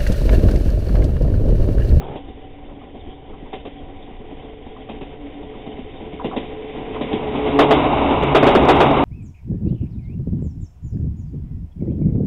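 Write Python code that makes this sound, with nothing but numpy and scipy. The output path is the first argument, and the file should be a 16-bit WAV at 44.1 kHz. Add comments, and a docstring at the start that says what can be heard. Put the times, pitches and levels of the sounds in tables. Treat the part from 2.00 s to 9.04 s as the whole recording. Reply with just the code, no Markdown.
"""Open fields, a few metres from a single track: a two-car electric train comes from far off and passes.
A breeze buffets the microphone, and a brief rumble opens the scene. The rails sing ahead of the train,
and blows up the line race through the steel as short falling chirps. The motors hum, the car bodies boom,
the wheels roar and hiss on the rails and knock in pairs over the joints. The microphone passes nothing
above 4 kHz and overloads on the nearest knocks."""
import sys
import numpy as np
from scipy import signal
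from scipy.fft import rfft, irfft
from scipy.io import wavfile
from scipy.ndimage import uniform_filter1d

SR = 44100
rng = np.random.default_rng(int(sys.argv[2]) if len(sys.argv) > 2 else 0)


def wav_out(sig):
    """Save sig, one row per channel (or a flat mono array), as 16-bit PCM at SR to the path in sys.argv[1]."""
    wavfile.write(sys.argv[1], SR, np.round(np.clip(np.atleast_2d(sig).T, -1, 1) * 32767).astype(np.int16))


N = 310464
TIME = np.arange(N) / SR
START_SPEED_M_PER_S, ACCELERATION_M_PER_S2 = 17.54, 0.137
ABREAST_S, TRACK_DISTANCE_M = 5.87, 6.5  # when the first bogie draws level, and how far away it passes

# Tone of the breeze on the microphone: frequency_hz, relative_db
WIND_SPECTRUM = [(5, -3.5), (20, 3.5), (35, 0), (55, -4), (85, -6.5), (130, -15), (300, -42.5), (1000, -78)]
# Tone of the opening rumble: frequency_hz, relative_db
RUMBLE_SPECTRUM = [(30, 9), (62, -9), (130, 5.5), (190, -3), (390, -1.5), (640, -7), (830, -4.5),
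                   (1100, -19.5), (1600, -25.5), (2400, -25), (3900, -29)]
# Faint whines of the distant train: pitch_hz, level_db
WHINE_TONES = [(712, -62), (760, -55.5)]
# Envelope of the rails' high singing: time_s, level_db
SINGING_ENVELOPE = [(0, -56), (.4, -59), (.65, -65.5), (.95, -56), (1.5, -58), (2.1, -60.5), (3.5, -57.5),
                    (5, -68), (7.04, -73)]

# Swell of the body boom as the train nears: abreast_db, falloff_exponent, far_db
BOOM_SWELL = (-36.5, 0.8, -64)
# Swell of the hum's fundamental: abreast_db, falloff_exponent, far_db
HUM_SWELL = (-29.5, 1.15, -53.5)
# Swell of the wheel roar: abreast_db, falloff_exponent, far_db
ROAR_SWELL = (-22.1, 1.0, -46.8)
# Swell of the wheel hiss: abreast_db, falloff_exponent, far_db
HISS_SWELL = (-32.5, 0.74, -55.6)

# Fundamental of the motor hum, sinking as the cars go by: time_s, pitch_hz
HUM_GLIDE = [(0, 142), (2, 142.3), (3.3, 143.7), (4.7, 143.9), (5.4, 144), (5.9, 142.5), (6.5, 141),
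             (7.04, 139)]
# Envelope of the hum's second harmonic: time_s, relative_db
HUM_SECOND_ENVELOPE = [(0, -44), (1.3, -47), (2, -45), (2.75, -53), (3.25, -36), (3.8, -39.5), (4.4, -46),
                       (4.8, -37), (5.3, -46), (5.55, -20), (6.2, -27), (6.7, -25.5), (7.04, -18)]
# Envelope of the hum's third harmonic: time_s, relative_db
HUM_THIRD_ENVELOPE = [(0, -58), (2, -53), (2.5, -43.5), (3.2, -44), (3.65, -35.5), (4, -45), (4.4, -35.5),
                      (4.8, -35), (5.2, -28.5), (5.55, -22), (5.9, -31), (6.4, -24.5), (7.04, -27)]
# Weak overtones, set against the mean of the second and third: harmonic_number, offset_db
HUM_OVERTONES = [(4, -19), (5, -14.5)]
# Tone of the wheel roar, far off and alongside: frequency_hz, far_relative_db, near_relative_db
ROAR_SPECTRA = [(30, -12, -12), (68, 0, 2.5), (95, -4, -4.5), (180, -4, -6), (254, 4, 3), (396, 1.5, 0),
                (480, 2.5, -3), (664, -7.5, 0), (774, 1.5, 0), (904, -15, -0.5), (974, -8, -1),
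                (1189, -21.5, -8.5), (1690, -21.5, -22), (2430, -43.5, -42.5)]
# Tone of the wheel hiss, far off and alongside: frequency_hz, far_relative_db, near_relative_db
HISS_SPECTRA = [(900, -29.5, -36), (1736, -8, -11.5), (1924, 1, -0.5), (2220, 1, 5), (2500, -1.5, 0),
                (2760, -2.5, 4), (3220, 1, -4), (3230, -6.5, -5.5), (3490, -1, -3.5), (4010, -15, -0.5)]

# The four two-axle bogies: behind_first_m
BOGIE_OFFSETS = [0, 13.87, 20.04, 33.7]
# Rail joints, farthest first; the train shades its later bogies, and each chirp leads its knock:
# first_knock_s, thud_db, clang_db, wheel_db, second_axle_db, shade_db, chirp_db, chirp_lead_s
RAIL_JOINTS = [(-1.23, -41, -35, -47, -3, -10, -65, 0.33), (0.155, -38.5, -36, -48, -7, -13, -46, 0.263),
               (1.529, -37, -31, -40, -5, -17, -48, 0.205),
               (2.889, -33.5, -34.5, -43, -2.5, -6, -45.5, 0.132),
               (4.243, -23.5, -28.5, -36.5, 2, 0, -32.5, 0.056), (5.589, -23, -9, -23, -2.8, 0, -45, 0)]
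# Heavier thumps from one bogie alongside: start_s, thud_db, clang_db, wheel_db
HEAVY_THUMPS = [(6.427, -15, -13.5, -35), (6.55, -13, -10.5, -28.5)]
# Resonances in the thud of the track: pitch_hz, width_hz, gain_db
TRACK_MODES = [(221, 100, -6.5), (256, 90, 2)]
# Resonances in the clang of a bogie: pitch_hz, width_hz, gain_db
BOGIE_MODES = [(435, 89, 12), (581, 210, 5.5), (726, 80, 0.5), (920, 40, -22.5)]
# Resonances in the ring of a wheel: pitch_hz, width_hz, gain_db
WHEEL_RING_MODES = [(1370, 440, -27.5), (2130, 130, 14), (2630, 650, 16), (3260, 1200, 14),
                    (3380, 650, -23.5)]


def amp(db):
    """Decibels to gain."""
    return 10 ** (np.asarray(db) / 20)


def unit(x):
    """Scales to rms 1."""
    return x / np.sqrt(np.mean(abs(x) ** 2) + 1e-20)


def unit_attack(hit):
    """Scales a hit to rms 1 over its first 36 ms."""
    return hit / np.sqrt(np.mean(hit[:SR // 28] ** 2))


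def automation(points):
    """Straight ramps between (time_s, value) points, one value a sample."""
    return np.interp(TIME, *np.transpose(points))


def shaped_noises(spectra):
    """One white noise through each EQ curve of a table, each at rms 1."""
    hz, *curves_db = np.transpose(spectra)
    log_hz = np.log(np.fft.rfftfreq(N, 1 / SR) + 1)
    white = rfft(rng.standard_normal(N))
    gains = [amp(np.interp(log_hz, np.log(hz), db, right=-70)) for db in curves_db]
    return [unit(irfft(white * gain, N)) for gain in gains]


def drift(rate_hz):
    """Smooth random modulation of rms 1, rolling off above the given rate."""
    hop = 64
    steps = TIME[::hop]
    rolloff = np.exp(-(np.fft.rfftfreq(len(steps), hop / SR) / rate_hz) ** 2)
    slow = irfft(rfft(rng.standard_normal(len(steps))) * rolloff, len(steps))
    return unit(np.interp(TIME, steps, slow))


def ring(x, modes):
    """Drives a bank of damped resonances."""
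    return sum(amp(db) * signal.lfilter(*signal.iirpeak(hz, hz / width_hz, fs=SR), x)
               for hz, width_hz, db in modes)


def resonant_noise(hz, width_hz):
    """Noise sent twice through one resonance, at rms 1."""
    mode = [(hz, width_hz, 0)]
    return unit(ring(ring(rng.standard_normal(N), mode), mode))


def low_pass(x, hz):
    """A steep treble cut."""
    return signal.oaconvolve(x, signal.firwin(401, hz, window=("kaiser", 9), fs=SR), "same")


def saturate(x, ceiling, knee):
    """Flattens peaks toward the ceiling; a larger knee is a harder corner."""
    return x / (1 + abs(x / ceiling) ** knee) ** (1 / knee)


def proximity():
    """The bogies' inverse-square shares, summed: 1 equals a single bogie abreast of the microphone."""
    mean_speed = START_SPEED_M_PER_S + ACCELERATION_M_PER_S2 * (TIME + ABREAST_S) / 2
    front_m = mean_speed * (TIME - ABREAST_S)
    return sum(TRACK_DISTANCE_M ** 2 / (TRACK_DISTANCE_M ** 2 + (front_m - behind_m) ** 2)
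               for behind_m in BOGIE_OFFSETS)


def near_mix(floor=0.07):
    """Share of close-up tone: near the floor far off, up to 1 with the cars alongside."""
    return np.clip(floor + proximity(), 0, 1)


def swell(abreast_db, falloff_exponent, far_db):
    """Gain that rises out of what the rails carry from afar as the bogies come near."""
    return np.hypot(amp(abreast_db) * proximity() ** falloff_exponent, amp(far_db))


def breeze(level_db=-39.0, gust_db=.8):
    """Moving air buffets the microphone: a low, fairly even bed."""
    return amp(level_db + gust_db * drift(5)) * shaped_noises(WIND_SPECTRUM)[0]


def opening_rumble(level_db=-30, stop_s=0.168, fade_s=0.008):
    """A brief rumble that stops short."""
    gate = np.clip((stop_s - TIME) / fade_s + .5, 0, 1)
    return amp(level_db) * gate * shaped_noises(RUMBLE_SPECTRUM)[0]


def distant_whine(waver=0.0024, fading_db=4):
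    """Thin tones that come and go, audible while the train is still far off."""
    out = np.zeros(N)
    for hz, db in WHINE_TONES:
        cycles = np.cumsum(hz * (1 + waver * drift(9.1))) / SR
        out += amp(db) * unit(np.sin(2 * np.pi * cycles) * amp(fading_db * drift(16)))
    return out


def rail_singing(flutter_db=6.5):
    """The rails carry three high resonances far ahead of the wheels, each fluttering by itself."""
    bands = sum(resonant_noise(hz, width_hz=330) * amp(flutter_db * drift(17))
                for hz in (3020, 3280, 3560))
    return amp(automation(SINGING_ENVELOPE)) * unit(bands)


def body_boom():
    """Rough running shakes the car bodies at one low resonance."""
    return swell(*BOOM_SWELL) * resonant_noise(hz=67, width_hz=20)


def motor_hum(waver=.0045, beat_depth=.65, beat_hz=11, trim_db=-0.6):
    """Harmonics of the traction motors; several motors and paths beat, so each one swells and fades."""
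    cycles = np.cumsum(automation(HUM_GLIDE) * (1 + waver * drift(3.84))) / SR
    second_db, third_db = automation(HUM_SECOND_ENVELOPE), automation(HUM_THIRD_ENVELOPE)
    strong = [(1, swell(*HUM_SWELL)), (2, amp(second_db)), (3, amp(third_db))]
    weak = [(harmonic, amp((second_db + third_db) / 2 + db)) for harmonic, db in HUM_OVERTONES]
    out = np.zeros(N)
    for harmonic, gain in strong + weak:
        beating = 1 + beat_depth * (drift(beat_hz) + 1j * drift(beat_hz))
        tone = np.exp(2j * np.pi * (harmonic * cycles + rng.random()))
        out += gain * unit((beating * tone).real)
    return amp(trim_db) * out


def rail_chirps(cues, start_hz=1500, fall_s=.02, peak_s=.015, chatter_s=0.012, rattle_depth=.5):
    """Bending waves in the rail: treble travels fastest, smearing each blow into a falling chirp."""
    out, t = np.zeros(N + SR), np.arange(SR // 10) / SR
    cycles = np.cumsum(start_hz / np.sqrt(1 + 2 * t / fall_s)) / SR
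    envelope = (t / peak_s * np.exp(1 - t / peak_s)) ** 2
    for start_s, db in cues:
        detune = rng.uniform(.88, 1.12, (3, 1))  # three kinds of wave, each at its own speed
        sweep = envelope * np.sin(2 * np.pi * detune * cycles).sum(0)
        chatter = rng.standard_normal(len(t)) * np.exp(-t / chatter_s)
        chirp = signal.fftconvolve(chatter, sweep)
        fastener_rattle = unit(uniform_filter1d(rng.standard_normal(len(chirp)), size=120))
        chirp *= 1 + rattle_depth * fastener_rattle
        at = round(start_s * SR)
        out[at:at + len(chirp)] += amp(db) * unit_attack(chirp)
    return out[:N]


def approaching_noise(spectra, far_db, near_db):
    """Crossfades from far to close-up tone: grass soaks up the mids until the train is near."""
    near = near_mix()
    distant, close = shaped_noises(spectra)
    return (1 - near) * amp(far_db) * distant + near * amp(near_db) * close


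def rolling_wheels(roar_flutter_db=1.475, hiss_flutter_db=0.74, rough_spots_db=1.03):
    """Rough steel rolls on steel: a roar with a hiss on top."""
    roar = approaching_noise(ROAR_SPECTRA, far_db=4, near_db=3.0)
    hiss = approaching_noise(HISS_SPECTRA, far_db=-1.37, near_db=0.27)
    air_flutter_db = roar_flutter_db * (1 - near_mix())  # moving air makes far sound flutter more
    roar *= swell(*ROAR_SWELL) * amp(air_flutter_db * drift(30))
    hiss *= swell(*HISS_SWELL) * amp(hiss_flutter_db * drift(6.7))
    return (roar + hiss) * amp(rough_spots_db * drift(25))  # rough spots shake track and wheel together


def blow(modes, top_hz, decay_s, tail_db, tail_s, rise_s=0.00033):
    """One hit: a burst of contact chatter and a weaker rattling tail ring the modes."""
    t = np.arange(SR // 4) / SR
    attack = 1 - np.exp(-t / rise_s)
    decay = np.exp(-t / decay_s) + amp(tail_db) * np.exp(-t / tail_s)
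    ringing = ring(attack * decay * rng.standard_normal(len(t)), modes)
    band = signal.butter(4, [modes[0][0] / 2, top_hz], "band", fs=SR, output="sos")
    return unit_attack(signal.sosfilt(band, ringing))


def joint_cues(wheelbase_m=2.16, second_car_db=-2.5, clang_shade_share=0.55, chirp_db_per_bogie=-6):
    """Axles meet joints: cues for knocks (start_s, thud_db, clang_db, wheel_db) and chirps (start_s, db)."""
    knocks, chirps, near = [], [], near_mix()
    for first_s, thud_db, clang_db, wheel_db, second_axle_db, shade_db, chirp_db, lead_s in RAIL_JOINTS:
        speed = START_SPEED_M_PER_S + ACCELERATION_M_PER_S2 * first_s
        far = 1 - np.interp(first_s, TIME, near)
        for bogie, behind_m in enumerate(BOGIE_OFFSETS):
            shaded_db = shade_db if bogie else 0
            car_db = far * second_car_db * (bogie // 2)  # the second car is softer on far joints
            for axle_m, axle_db in ((0, 0), (wheelbase_m, second_axle_db)):
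                start_s = first_s + (behind_m + axle_m) / speed
                knocks.append((start_s, thud_db + car_db,
                               clang_db + car_db + axle_db + clang_shade_share * shaded_db,
                               wheel_db + car_db + axle_db + shaded_db))
                chirps.append((start_s - lead_s, chirp_db + chirp_db_per_bogie * bogie))
    return [[cue for cue in cues if 0 <= cue[0] < N / SR] for cues in (knocks, chirps)]


def joint_knocks(cues, near_tilt_db_per_octave=5, near_clang_db=4.0, near_wheel_db=5, near_tail_db=3):
    """An axle drops into the gap: track thuds, bogie clangs, wheel rings; brighter and looser up close."""
    out, closeness = np.zeros(N + SR), near_mix() ** 2
    for start_s, thud_db, clang_db, wheel_db in cues:
        at = round(start_s * SR)
        near = closeness[at]
        tilt, tail_lift_db = near * near_tilt_db_per_octave, near * near_tail_db
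        bogie = [(hz, width_hz, db + tilt * np.log2(hz / BOGIE_MODES[0][0]))
                 for hz, width_hz, db in BOGIE_MODES]
        thud = blow(TRACK_MODES, top_hz=487, decay_s=0.0089, tail_db=-9.5, tail_s=.06, rise_s=0.0025)
        clang = blow(bogie, top_hz=1050 + 500 * near, decay_s=.021,
                     tail_db=-11.5 + tail_lift_db, tail_s=0.037)
        wheel = blow(WHEEL_RING_MODES, top_hz=5200, decay_s=.021,
                     tail_db=-16 + tail_lift_db, tail_s=0.098, rise_s=0.0044)
        knock = amp(thud_db) * thud
        knock += amp(clang_db + near * near_clang_db) * clang
        knock += amp(wheel_db + near * near_wheel_db) * wheel
        out[at:at + len(knock)] += knock
    return out[:N]


def scene():
    """The train over the breeze and the opening rumble, in mono."""
    knocks, chirps = joint_cues()
    running = rolling_wheels() + body_boom() + rail_singing() + motor_hum() + distant_whine()
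    hits = joint_knocks(knocks + HEAVY_THUMPS) + rail_chirps(chirps)
    return (running + hits + opening_rumble() + breeze())[None]


def record(dry):
    """A narrow-band microphone chain: the input overloads, and its filter's overshoots clip at the output."""
    overloaded = saturate(dry[0], ceiling=.585, knee=4.5)
    narrow = low_pass(overloaded, hz=3828)
    clipped = saturate(narrow, ceiling=.51, knee=60)
    return low_pass(clipped, hz=15830)[None]


dry = scene()
out = record(dry)
wav_out(out)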